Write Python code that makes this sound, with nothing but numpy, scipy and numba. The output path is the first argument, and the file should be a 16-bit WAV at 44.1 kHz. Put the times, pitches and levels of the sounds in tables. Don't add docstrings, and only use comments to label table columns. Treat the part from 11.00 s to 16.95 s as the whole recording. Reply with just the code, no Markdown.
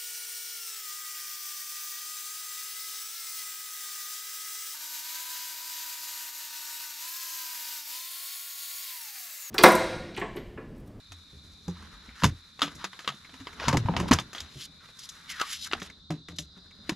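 import sys
import numpy as np
from scipy import signal
from scipy.fft import rfft, irfft, next_fast_len
from scipy.io import wavfile
from numba import njit

SR = 44100
rng = np.random.default_rng(int(sys.argv[2]) if len(sys.argv) > 2 else 0)


def unload_wav(signal):
    wavfile.write(
        sys.argv[1],
        SR,
        np.round(np.clip(np.atleast_2d(signal).T, -1, 1) * 32767).astype(np.int16),
    )


def attenuation_scalar(level_db):
    decades = np.asarray(level_db, float) / 20
    return 10 ** decades


N = 262395

# (time [s], peak level [dB], brightness [dB], tail T60 [s])
LEG_RINGS = [
    (0.679, -37.5, -4.5, 0.15),
    (0.822, -46, -11, 0.045),
    (2.694, -18, -25, 0.18),
    (2.858, -32.5, -22.5, 0.33),
    (3.085, -27.5, -31, 0.15),
    (3.112, -13.5, -10.5, 0.13),
]
JOINT_KNOCKS = [(1.235, -10.5, -15.5, .069), (1.242, -9.5, -9, .12), (1.25, -16, -24, 0.11),
                (1.93, -33.5, -26, 0.21), (2.338, -39, -13, 0.34), (2.469, -26, -24, 0.14),
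                (2.598, -24, -20.5, 0.65), (2.682, -12.5, -8.5, 0.12), (2.728, -18, -16.5, 0.27),
                (2.965, -17, -19, .3), (2.999, -22, -9.5, 0.12), (3.117, -9.5, -20.5, 0.17),
                (3.126, -13, -16.5, 0.16), (3.197, -25.5, -10, 0.11), (1.592, -31, -15.5, .12),
                (5.104, -27.5, -13, 0.2), (5.569, -52, -13, 0.24), (5.893, -17, -13.5, .11)]
RIM_SNAPS = [(0.119, -36.5, -9.5, 0.088), (1.607, -32, -15, 0.15), (1.99, -31.5, -11.5, 0.35),
             (2.044, -33, -22, 0.22), (1.222, -27, -29, .25), (4.398, -32.5, -24.5, 0.14),
             (1.677, -31, -27, 0.19), (1.842, -17, -17, 0.094), (2.292, -42, -20, 0.13),
             (2.4, -43, -13, 0.28), (2.77, -16.5, -8, 0.085), (3.133, -13, -3.5, 0.063),
             (3.187, -14, -21.5, 0.081), (3.33, -31, -11, .27), (3.348, -27, -14, 0.54),
             (3.885, -43.5, -27.5, 0.22), (4.413, -16, -11.5, 0.067), (4.713, -25.5, -37, 0.061),
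             (4.724, -22.5, -17, 0.029), (4.733, -14, -21, 0.1), (4.817, -28.5, -18.5, 0.29),
             (5.284, -32, -14.5, 0.18)]
TUBE_TAPS = [
    (1.088, -40.5, -43.5, 0.53),
    (1.748, -52, 6.5, 0.25),
    (2.246, -41, -32, .13),
    (2.529, -41, -12, 0.11),
    (4.306, -43, -15, 0.13),
    (4.798, -37.5, -3.5, 0.11),
    (4.898, -38, -14, 0.089),
    (5.707, -47.5, -13, .072),
]
TICKS = [
    (1.667, -45, -7, .098),
    (3.38, -28, -17, 0.15),
    (3.403, -28, -2.5, 0.08),
    (3.988, -44, 4, 0.2),
    (4.038, -45.5, -9, .075),
    (4.089, -34, -3.5, 0.15),
    (4.624, -37, -14.5, 0.13),
    (4.826, -39, 0.5, 0.11),
    (5.361, -57, 2, .079),
    (5.385, -23.5, -6, .14),
]
LATCH_CLICKS = [
    (1.618, -10, -17.5, 0.18),
    (1.627, -16.5, -16, 0.13),
    (1.643, -29, -22, 0.081),
    (2.076, -14, -18.5, 0.15),
]
FREE_RINGS = [
    (2.743, -20, -32, 0.13),
    (2.886, -21, -36, 0.17),
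    (2.937, -28, -52, 0.39),
]
# (frequency [Hz], share [dB], overtone [dB])
LEG = (1040, 13, -33.5)
JOINT = (992, -2.5, -16)
RIM = (1240, -12, 0)
TUBE = (2200, 2.6, -13)
PIN = (3680, 22, -31)
LATCH = (1230, 0.72, -1.44)
FREE_LEG = (860, 37, -38)
# (frequency [Hz], level [dB], T60 [s])
FRAME_MODES = [(1265, 0, 0.11), (1647, -1, 0.093), (2030, -10, 0.16), (2902, -8, 0.13), (3079, -1, 0.09),
               (3558, -6, 0.14), (4823, -12, 0.11), (5992, -22, 0.21), (6681, -15, 0.17)]
# (frequency [Hz], level [dB per Hz])
CLACK_BODY = [(240, -8), (400, -5.5), (641, -7), (706, -2), (770, -7), (1050, -5), (1170, -5), (1780, -3),
              (5200, -12), (6760, -60.5), (11400, -120)]
CLACK_TOP = [(2820, -82), (4800, -8), (5070, -6.5), (6440, -5), (7730, -12.5), (8650, -20.5), (10600, -17),
             (12100, -20.5), (13800, -33.5), (15500, -53.5)]
# (time [s], peak level [dB], frequency [Hz], T60 [s])
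CLEAR_RINGS = [(1.2215, -26, 1564, .05), (1.222, -28.5, 977, .12), (1.243, -18.5, 1023, 0.057),
               (1.243, -21.5, 2500, 0.037), (1.592, -38, 1160, .04), (1.608, -37, 3720, .05),
               (1.618, -17, 1269, 0.1), (1.619, -13, 3610, .05), (1.619, -21, 2944, 0.053),
               (1.627, -23.5, 3310, 0.062), (1.629, -25.5, 1500, 0.062), (1.644, -29.5, 2890, .06),
               (1.668, -39, 3500, .06), (1.678, -37, 1250, 0.096), (2.0765, -17, 1230, .11),
               (2.077, -23.5, 2846, 0.064), (2.077, -23, 3550, 0.051), (2.086, -27, 2004, 0.067),
               (2.09, -29.5, 2905, 0.056), (2.121, -42, 720, 0.075), (2.684, -20, 1043, 0.062),
               (2.7, -26, 1000, 0.065), (2.73, -22.5, 560, .05), (2.739, -22.5, 1105, 0.037),
               (2.753, -24.5, 1000, 0.083), (2.771, -26.5, 2210, 0.035), (2.859, -34.5, 960, .05),
               (2.8855, -15.5, 921, 0.036), (2.894, -24, 515, .04), (2.939, -32, 906, .07),
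               (2.94, -35, 1540, .05), (2.966, -26.5, 907, 0.07), (3.059, -31.5, 900, .06),
               (3.087, -30, 946, .05), (3.111, -20.5, 2316, .04), (3.135, -20.5, 1490, 0.044),
               (3.147, -27.5, 1400, 0.046), (2.618, -32, 620, .12), (5.106, -32, 780, .1),
               (4.399, -27, 1500, .04), (4.414, -26.5, 4880, 0.035), (4.416, -24, 1213, .25),
               (4.624, -33, 4500, .03), (4.713, -34.5, 1700, 0.046), (4.733, -18.5, 2800, 0.029),
               (4.733, -21.5, 1410, 0.067), (4.75, -33.5, 776, 0.097), (2.64, -30, 520, .12),
               (4.818, -38, 1500, 0.036)]

# (time [s], peak level [dB], lowest panel mode [Hz], T60 [s])
PANEL_KNOCKS = [(2.137, -45.5, 210, .14), (1.622, -28.5, 286, 0.19), (1.758, -44.5, 143, 0.23),
                (1.841, -43, 192, 0.2), (2.402, -42, 98, 0.13), (2.73, -16.5, 154, 0.23),
                (2.774, -30, 119, 0.065), (2.853, -32, 102, 0.089), (2.889, -21, 168, 0.077),
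                (2.998, -21.5, 177.7, 0.2), (3.11, -8, 249.3, 0.055), (4.729, -39.5, 233.5, 0.22),
                (4.817, -33.5, 191, 0.092), (5.102, -22, 157.4, .22), (5.386, -35, 157.2, .21),
                (5.567, -47, 180.3, 0.23), (5.892, -24, 321, 0.054), (5.919, -25.5, 188, 0.04)]
JOLTS = [(0.326, -49, 134.8, 0.45), (0.497, -76, 210, 0.099), (0.68, -24.5, 175, .16),
         (1.083, -44.5, 235, 0.061), (1.236, -15.5, 201.6, 0.068), (1.249, -15.5, 112, 0.17),
         (2.675, -18.5, 135, .18), (2.746, -15.5, 140.4, 0.056), (2.963, -27.5, 116.5, 0.43),
         (3.058, -35, 282, .09), (3.124, -12, 139, 0.046), (3.142, -23, 155.5, 0.092),
         (3.187, -35, 126.7, 0.23), (3.555, -39, 134, .24), (3.688, -49, 167, 0.11),
         (4.519, -62.5, 158, 0.057), (4.621, -63, 170, .13), (5.284, -39.5, 172, 0.37),
         (5.328, -42, 290, .073), (5.785, -48, 206, .17)]
ROCKING = [
    (0.11, -55.5, 281, 0.24),
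    (0.447, -58.5, 110, 0.074),
]
# (multiple of lowest mode [1], level [dB])
PANEL_OVERTONES = [(1.9, -4), (3.1, -4), (4.7, -5.5)]
# (frequency [Hz], level [dB per Hz])
PUFF = [(60, -18.5), (120, 4.5), (330, -0.5), (600, -19.5), (1000, -24)]
# (time [s], peak level [dB], frequency [Hz], T60 [s])
SWAYS = [(0.09, -47, 79.2, 0.58), (0.33, -47, 75, 0.54), (0.8, -47, 80, .4), (1.08, -48, 60, .3),
         (1.228, -22, 170, 0.092), (1.26, -24, 150, .12), (1.27, -36, 45, .25), (1.64, -40, 159, .2),
         (1.76, -46, 72.4, 0.23), (2.08, -43.5, 200, .1), (2.09, -44.5, 140, .25), (2.33, -48, 260, .15),
         (2.405, -40.5, 266, 0.13), (2.777, -16, 129, 0.023), (2.791, -23, 112, 0.14),
         (2.8515, -22, 100, .05), (3.41, -47.5, 75, 0.26), (0.93, -50, 48, .4), (5.108, -27, 298, 0.088),
         (5.29, -44, 84.7, .4), (5.41, -48, 70, .4)]

# (stop time [s], final level [dB], length [s], air gap resonance at start [Hz], at stop [Hz])
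SLIDES = [(1.228, -49, 0.1, 1900, 1100), (2.712, -36.5, 0.14, 800, 970), (3.622, -53, 0.18, 2100, 3000),
          (3.656, -45.5, 0.075, 2740, 3500), (1.831, -45.5, 0.05, 930, 1000), (3.1, -54, 0.12, 1100, 1070),
          (3.862, -55, 0.078, 1300, 1380), (4.324, -41, 0.05, 3300, 1900), (4.418, -44, 0.06, 1600, 1200),
          (4.401, -35, .005, 1300, 1300), (0.864, -56, 0.24, 1200, 760), (4.416, -33, 0.008, 1300, 1200),
          (3.999, -46.5, 0.013, 3500, 4600), (4.057, -49.5, 0.059, 3300, 4200),
          (4.534, -41.5, 0.12, 1700, 3000), (4.57, -42, 0.087, 1300, 2900), (4.65, -43, 0.091, 3900, 3500),
          (4.674, -42, 0.027, 2740, 1270), (1.3, -51, 0.125, 1700, 1700), (0.95, -58, 0.067, 1200, 1400),
          (1.2, -63, .06, 1200, 1300), (4.87, -53, .05, 2500, 2500), (5.365, -56, .008, 4500, 4500),
          (5.58, -60.5, .03, 1000, 1300), (5.885, -56, 0.044, 1500, 1500), (0.54, -62, .01, 6500, 6500),
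          (0.65, -63, .04, 5000, 6100), (2.66, -44, .05, 600, 900), (3.09, -40.5, 0.014, 2500, 2500),
          (4.37, -47, .05, 1800, 1600)]
# (time [s], frequency [Hz], level [dB])
SQUEAL = [
    (4.26, 2360, -72),
    (4.30, 2100, -46.5),
    (4.33, 1950, -45.5),
    (4.38, 1606, -52),
    (4.415, 1210, -29.5),
    (4.44, 1210, -36.5),
    (4.45, 1254, -87),
]

# (time [s], hand motion level [dB], load on the frame [dB], stiffness of what is rubbed [dB])
HANDLING = [(0.0, -66.5, -65, -3), (0.62, -70, -56.5, -1), (0.83, -57.5, -54, -5), (1.21, -58.5, -61.5, -5),
            (1.55, -66.5, -64, -1.5), (1.77, -56, -52, -4), (1.9, -61, -74, -0.5), (2.33, -59, -60, -2.5),
            (2.68, -52.5, -47, -5), (3.05, -51.5, -31.5, -5.5), (3.26, -58.5, -55, -5),
            (3.78, -67, -58.5, -4.5), (4.06, -61, -64.5, 1.5), (4.48, -51, -62, -7.5), (4.6, -67, -62, 10),
            (4.77, -53, -51, -5), (5.1, -81, -65, -16), (5.95, -64.5, -56.5, -6.5)]
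# (frequency [Hz], level [dB per Hz])
RUSTLE = [(530, -22), (900, -0.5), (1350, 3.5), (2090, -0.5), (2450, -6), (3000, -1), (5200, -6),
          (6760, -14), (11400, -120)]
RUSTLE_TOP = [(2820, -13), (4800, -5.5), (5190, -0.5), (6540, -4.5), (7040, -4), (7500, -5.5), (8190, -14),
              (10700, -8), (13300, -20), (15500, -31)]
RUSTLE_LOW = [(300, -6), (380, 6.5), (950, -4), (1100, 1.5)]
RUMBLE = [(13, -47.5), (22, -21), (43, -6), (63, -5.5), (81, 2.5), (94, -8.5), (124, -15.5), (161, -9),
          (228, -7), (333, -16), (380, -34), (490, -45.5), (840, -120)]

# (time [s], level [dB])
SOLOIST = [
    (5.3, -89.5),
    (5.5, -67.5),
    (5.7, -65),
    (5.95, -68),
]
# (time [s], level [dB])
CHORUS = [
    (0.0, -60.5),
    (5.95, -60),
]
# (frequency [Hz], width [Hz], level [dB])
CHORUS_BANDS = [
    (3634, 300, 15.5),
    (4140, 890, 5),
    (4630, 1300, -25.5),
]
# (frequency [Hz], level [dB per Hz])
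NIGHT = [(15, -38.5), (25, 1), (59, 1), (178, 10.5), (552, -30), (1340, -5), (3000, -42), (3930, 12),
         (4500, -2.5), (8350, -25), (10600, -39.5), (13600, -51), (15500, -67)]

OVERTONE = 2.78
RING_RISE_S, SWAY_RISE_S = 0.00041, 0.0065
RING_HOLD, RING_SPREAD, RING_DB = .62, .06, -2
BOOM_HZ, BOOM_T60_S = 84.8, 0.24
KNOCK_BOOM_DB, JOLT_BOOM_DB, ROCK_BOOM_DB = -23, -8, 17
SLIDE_BRIGHT_DB, SLIDE_DB_PER_OCTAVE, OPEN_GAP_HZ = -1, 14, 2330
BRIGHT_DB, BRIGHT_FOLLOWS = -62, 0.47
DRAG_DB, DRAG_MOTION, DRAG_LOAD = -71, 0.2, 0.94
SOLOIST_HZ, SOLOIST_WIDTH_HZ = 4800, 500
CHORUS_EDGE_HZ = 3200
NIGHT_DB = -56.5
DIFFUSE_DB, DIFFUSE_HZ = -5.5, 490
PORT_LAG_S, LEFT_TREBLE_DB, TREBLE_HZ = 1.4e-5, 3.5, 6950
SCATTER_S, SCATTER_DB, SCATTER_HZ = .003, -15.5, 900
PORT_LIMIT_HZ = 15700


def rms_one(x):
    return x / np.sqrt(np.mean(x ** 2) + 1e-20)


def peak_one(x):
    return x / np.abs(x).max()


def in_time(rows):
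    s, *columns = np.transpose(rows)
    return [np.interp(np.arange(N) / SR, s, column) for column in columns]


def by_time(*kinds):
    return sorted((*row, *shared) for rows, shared in kinds for row in rows)


def add(out, sound, s):
    at = round(s * SR)
    out[..., at:at + sound.shape[-1]] += sound[..., :N - at]


def drift(rate):
    r = np.exp(-80 * np.pi * rate / SR)
    steps = rng.standard_normal(N // 40 + 2002)
    slow = signal.lfilter([1], [1, -2 * r, r * r], steps)[2000:]
    return np.interp(np.arange(N) / 40, np.arange(len(slow)), rms_one(slow))


def noise(spectrum, grain_db=0):
    grains = attenuation_scalar(grain_db * np.minimum(rng.exponential(1, N), 6))
    white = rng.standard_normal(N) * grains
    hz = np.fft.rfftfreq(N, 1 / SR) + 1
    corners_hz, levels_db = np.transpose(spectrum)
    gain = attenuation_scalar(np.interp(np.log(hz), np.log(corners_hz), levels_db, -80, -80))
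    return rms_one(irfft(rfft(white) * gain, N))


def resonance(x, hz, width_hz):
    r = np.exp(-np.pi * width_hz / SR)
    zeros = np.array([1, 0, -1]) * (1 - r * r) / 2
    poles = [1, -2 * r * np.cos(2 * np.pi * hz / SR), r * r]
    return signal.lfilter(zeros, poles, x)


def dying(t, t60):
    return attenuation_scalar(-60 * t / np.maximum(t60, .005))


def sine(hz, t):
    return np.sin(2 * np.pi * hz * t)


def clacks(crack_t60=0.014, tail_db=-14, modes_db=-26):
    out, t = np.zeros(N), np.arange(SR // 3) / SR
    body, top = noise(CLACK_BODY, 0.57), noise(CLACK_TOP, 2.37)
    rattle = attenuation_scalar(2.5 * drift(120))
    hits = by_time((LEG_RINGS, LEG), (JOINT_KNOCKS, JOINT), (RIM_SNAPS, RIM), (TUBE_TAPS, TUBE), (TICKS, PIN),
                   (LATCH_CLICKS, LATCH), (FREE_RINGS, FREE_LEG))
    mode_hz, mode_db, mode_t60s = np.transpose(FRAME_MODES)
    for s, peak_db, bright_db, t60, part_hz, share_db, over_db in hits:
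        start = rng.integers(N - len(t))
        span = slice(start, start + len(t))
        softness = attenuation_scalar(-.45 * (peak_db + 11))
        rise = np.minimum(t / (0.00078 * softness), 1)
        crack = rise * dying(t, crack_t60 * np.sqrt(softness))
        tail = attenuation_scalar(tail_db) * rise * rattle[span]

        burst = peak_one(body[span] * crack) + body[span] * tail * dying(t, t60)
        part = resonance(burst, part_hz, 0.16 * part_hz)
        part = part + attenuation_scalar(over_db) * resonance(burst, OVERTONE * part_hz, 0.6 * part_hz)
        strength_db = rng.normal(0, 6.5, len(mode_hz))
        swings = sine(mode_hz[:, None], t) * dying(t, np.minimum(mode_t60s, t60)[:, None])
        modes = attenuation_scalar(mode_db + strength_db) @ swings
        low = burst + attenuation_scalar(share_db + 8) * part + attenuation_scalar(modes_db) * rise * modes

        high = peak_one(top[span] * crack) + attenuation_scalar(5.5) * top[span] * tail * dying(t, 0.93 * t60)
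        add(out, attenuation_scalar(peak_db) * (peak_one(low) + attenuation_scalar(bright_db + 5) * peak_one(high)), s)
    return out


def rings(rows, rise_s, hold=1, spread=0, gain_db=0):
    out = np.zeros(N)
    for s, peak_db, hz, t60 in rows:
        t = np.arange(round(t60 * SR) + 100) / SR
        below, above = rng.uniform(.5, 1.5, 2) * [-1, 1]
        ratios = np.array([1, 1 + spread * below, 1 + spread * above])
        modes = [1, .7, .7] @ sine(hz * ratios[:, None], t)
        swing = modes * dying(t, hold * t60) * (1 - np.exp(-t / rise_s))
        add(out, attenuation_scalar(peak_db + gain_db) * peak_one(swing), s)
    return out


def thuds(contact_s=0.0028, puff_db=-12):
    out, puffs, t = np.zeros(N), np.zeros(N), np.arange(SR // 2) / SR
    blows = by_time((PANEL_KNOCKS, [KNOCK_BOOM_DB]), (JOLTS, [JOLT_BOOM_DB]), (ROCKING, [ROCK_BOOM_DB]))
    rise = 1 - np.exp(-t / contact_s)
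    boom = sine(BOOM_HZ, t) * dying(t, BOOM_T60_S) * (1 - np.exp(-t / 0.0059))
    for s, peak_db, hz, t60, boom_db in blows:
        panel = sine(hz, t) * dying(t, t60)
        for multiple, level_db in PANEL_OVERTONES:
            strength, detune = rng.standard_normal(2)
            pitch = hz * multiple * (1 + 0.1084 * detune)
            overtone_db = level_db + 2.8 * strength - 6 * pitch / 400
            panel = panel + attenuation_scalar(overtone_db) * sine(pitch, t) * dying(t, 0.91 * t60 / multiple ** 0.43)
        add(out, attenuation_scalar(peak_db) * (peak_one(panel * rise) + attenuation_scalar(boom_db + 1.5) * boom), s)
        add(puffs, attenuation_scalar(peak_db + puff_db) * rise * dying(t, 1.15 * t60), s)
    uneven_damping = attenuation_scalar(drift(40))
    return out * uneven_damping + puffs * noise(PUFF)


@njit
def gap_filter(x, hz, damping):
    out, low = np.zeros((2, len(x))), 0.
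    for i in range(1, len(x)):
        step = 2 * np.sin(np.pi * hz[i] / SR)
        low += step * out[1, i - 1]
        out[0, i] = x[i] - low - damping * out[1, i - 1]
        out[1, i] = out[1, i - 1] + step * out[0, i]
    return out


def slides(stop_s=0.0091, damping=0.47):
    out, body, top = np.zeros(N), noise(RUSTLE, 2.9), noise(RUSTLE_TOP, 1.0)
    catching = attenuation_scalar(2 * drift(60))
    for stop, final_db, length, from_hz, to_hz in SLIDES:
        octaves_closed = min(np.log2(max(from_hz, to_hz) / OPEN_GAP_HZ), 0)
        bright_db = SLIDE_BRIGHT_DB + SLIDE_DB_PER_OCTAVE * octaves_closed
        t = np.arange(round((length + .05) * SR)) / SR
        at = round((stop - length) * SR)
        span = slice(at, at + len(t))
        gap_hz = np.interp(t, [0, length], [from_hz, to_hz])
        gap = gap_filter(body[span], gap_hz, damping)[0]
        speed = np.sin(np.pi / 2 * np.minimum(t / length, 1))
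        speed = speed * np.exp(-np.maximum(t - length, 0) / stop_s)
        add(out, attenuation_scalar(final_db) * speed * (rms_one(gap) + attenuation_scalar(bright_db) * speed * top[span]), stop - length)
    return out * catching


def squeal(damping=.06):
    hz, level_db = in_time(SQUEAL)
    narrow = gap_filter(rng.standard_normal(N), hz, damping)[1]
    return attenuation_scalar(level_db) * rms_one(narrow / np.sqrt(hz))


def handling():
    rustle_db, rumble_db, stiff_db = in_time(HANDLING)
    bright_db = BRIGHT_DB + stiff_db + BRIGHT_FOLLOWS * (rustle_db + 58.5)
    drag_db = DRAG_DB + DRAG_MOTION * (rustle_db + 59) + DRAG_LOAD * (rumble_db + 60)
    flutter_db = 2 * drift(20)
    grains = noise(RUSTLE, 2.6)
    cloth = rms_one(grains + attenuation_scalar(3) * resonance(grains, 1400, 1100))
    rustle = attenuation_scalar(rustle_db + flutter_db) * cloth
    bright = attenuation_scalar(bright_db + flutter_db) * noise(RUSTLE_TOP, 3.2)
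    drag = attenuation_scalar(drag_db + flutter_db) * noise(RUSTLE_LOW, 0.99)
    rumble = attenuation_scalar(rumble_db + 2.4 * drift(5)) * noise(RUMBLE)
    return rustle + bright + drag + rumble


def soloist():
    [level_db] = in_time(SOLOIST)
    wing = resonance(rng.standard_normal(N), SOLOIST_HZ, SOLOIST_WIDTH_HZ)
    wing = resonance(wing, SOLOIST_HZ, SOLOIST_WIDTH_HZ)
    return attenuation_scalar(level_db + 2 * drift(30)) * rms_one(wing)


def insects():
    [level_db] = in_time(CHORUS)
    out = 0
    for hz, width_hz, band_db in CHORUS_BANDS:
        white = rng.standard_normal(N) + .35 * rng.standard_normal((2, N))
        wings = resonance(resonance(white, hz, width_hz), hz, width_hz)
        throb_db = 1.5 * drift(40) + drift(3)
        out = out + attenuation_scalar(band_db + throb_db) * rms_one(wings)
    edge = signal.butter(4, CHORUS_EDGE_HZ, "high", fs=SR, output="sos")
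    return attenuation_scalar(level_db) * rms_one(signal.sosfilt(edge, out))


def night_air():
    return attenuation_scalar(NIGHT_DB) * noise(NIGHT)


def scene():
    table = clacks() + rings(CLEAR_RINGS, RING_RISE_S, RING_HOLD, RING_SPREAD, RING_DB)
    table = table + thuds() + rings(SWAYS, SWAY_RISE_S)
    near = table + slides() + squeal() + handling() + soloist() + insects() + attenuation_scalar(-2.5) * night_air()
    around = handling() + night_air()
    around = signal.lfilter(*signal.butter(1, DIFFUSE_HZ, "high", fs=SR), around)
    return near + attenuation_scalar(DIFFUSE_DB) * around * [[1], [-1]]


def band_limit(x):
    return signal.sosfilt(signal.butter(12, 15660, fs=SR, output="sos"), x)


def record(dry):
    size = next_fast_len(N + SR // 10)
    hz, t = np.fft.rfftfreq(size, 1 / SR), np.arange(SR // 20) / SR
    scatter = rng.standard_normal((2, len(t))) * np.exp(-t / SCATTER_S)
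    scatter = rfft(scatter / np.sqrt(np.sum(scatter ** 2, axis=1, keepdims=True)), size)
    scatter = attenuation_scalar(SCATTER_DB) * scatter * 1j * hz / (SCATTER_HZ + 1j * hz)
    moving = np.clip([drift(8), drift(8)], -1.5, 1.5)
    side = np.sum(rfft(dry * moving, size) * scatter, axis=0) * [[1], [-1]]
    treble_db = LEFT_TREBLE_DB / (1 + (TREBLE_HZ / (hz + 1)) ** 4)
    tilt = attenuation_scalar(np.outer([.5, -.5], treble_db))
    lag = np.exp(-2j * np.pi * np.outer([PORT_LAG_S, 0], hz))
    spectrum = (rfft(dry, size) + side) * tilt * lag * (hz < PORT_LIMIT_HZ)
    return band_limit(irfft(spectrum, size)[:, :N])


dry = scene()
out = record(dry)
unload_wav(out)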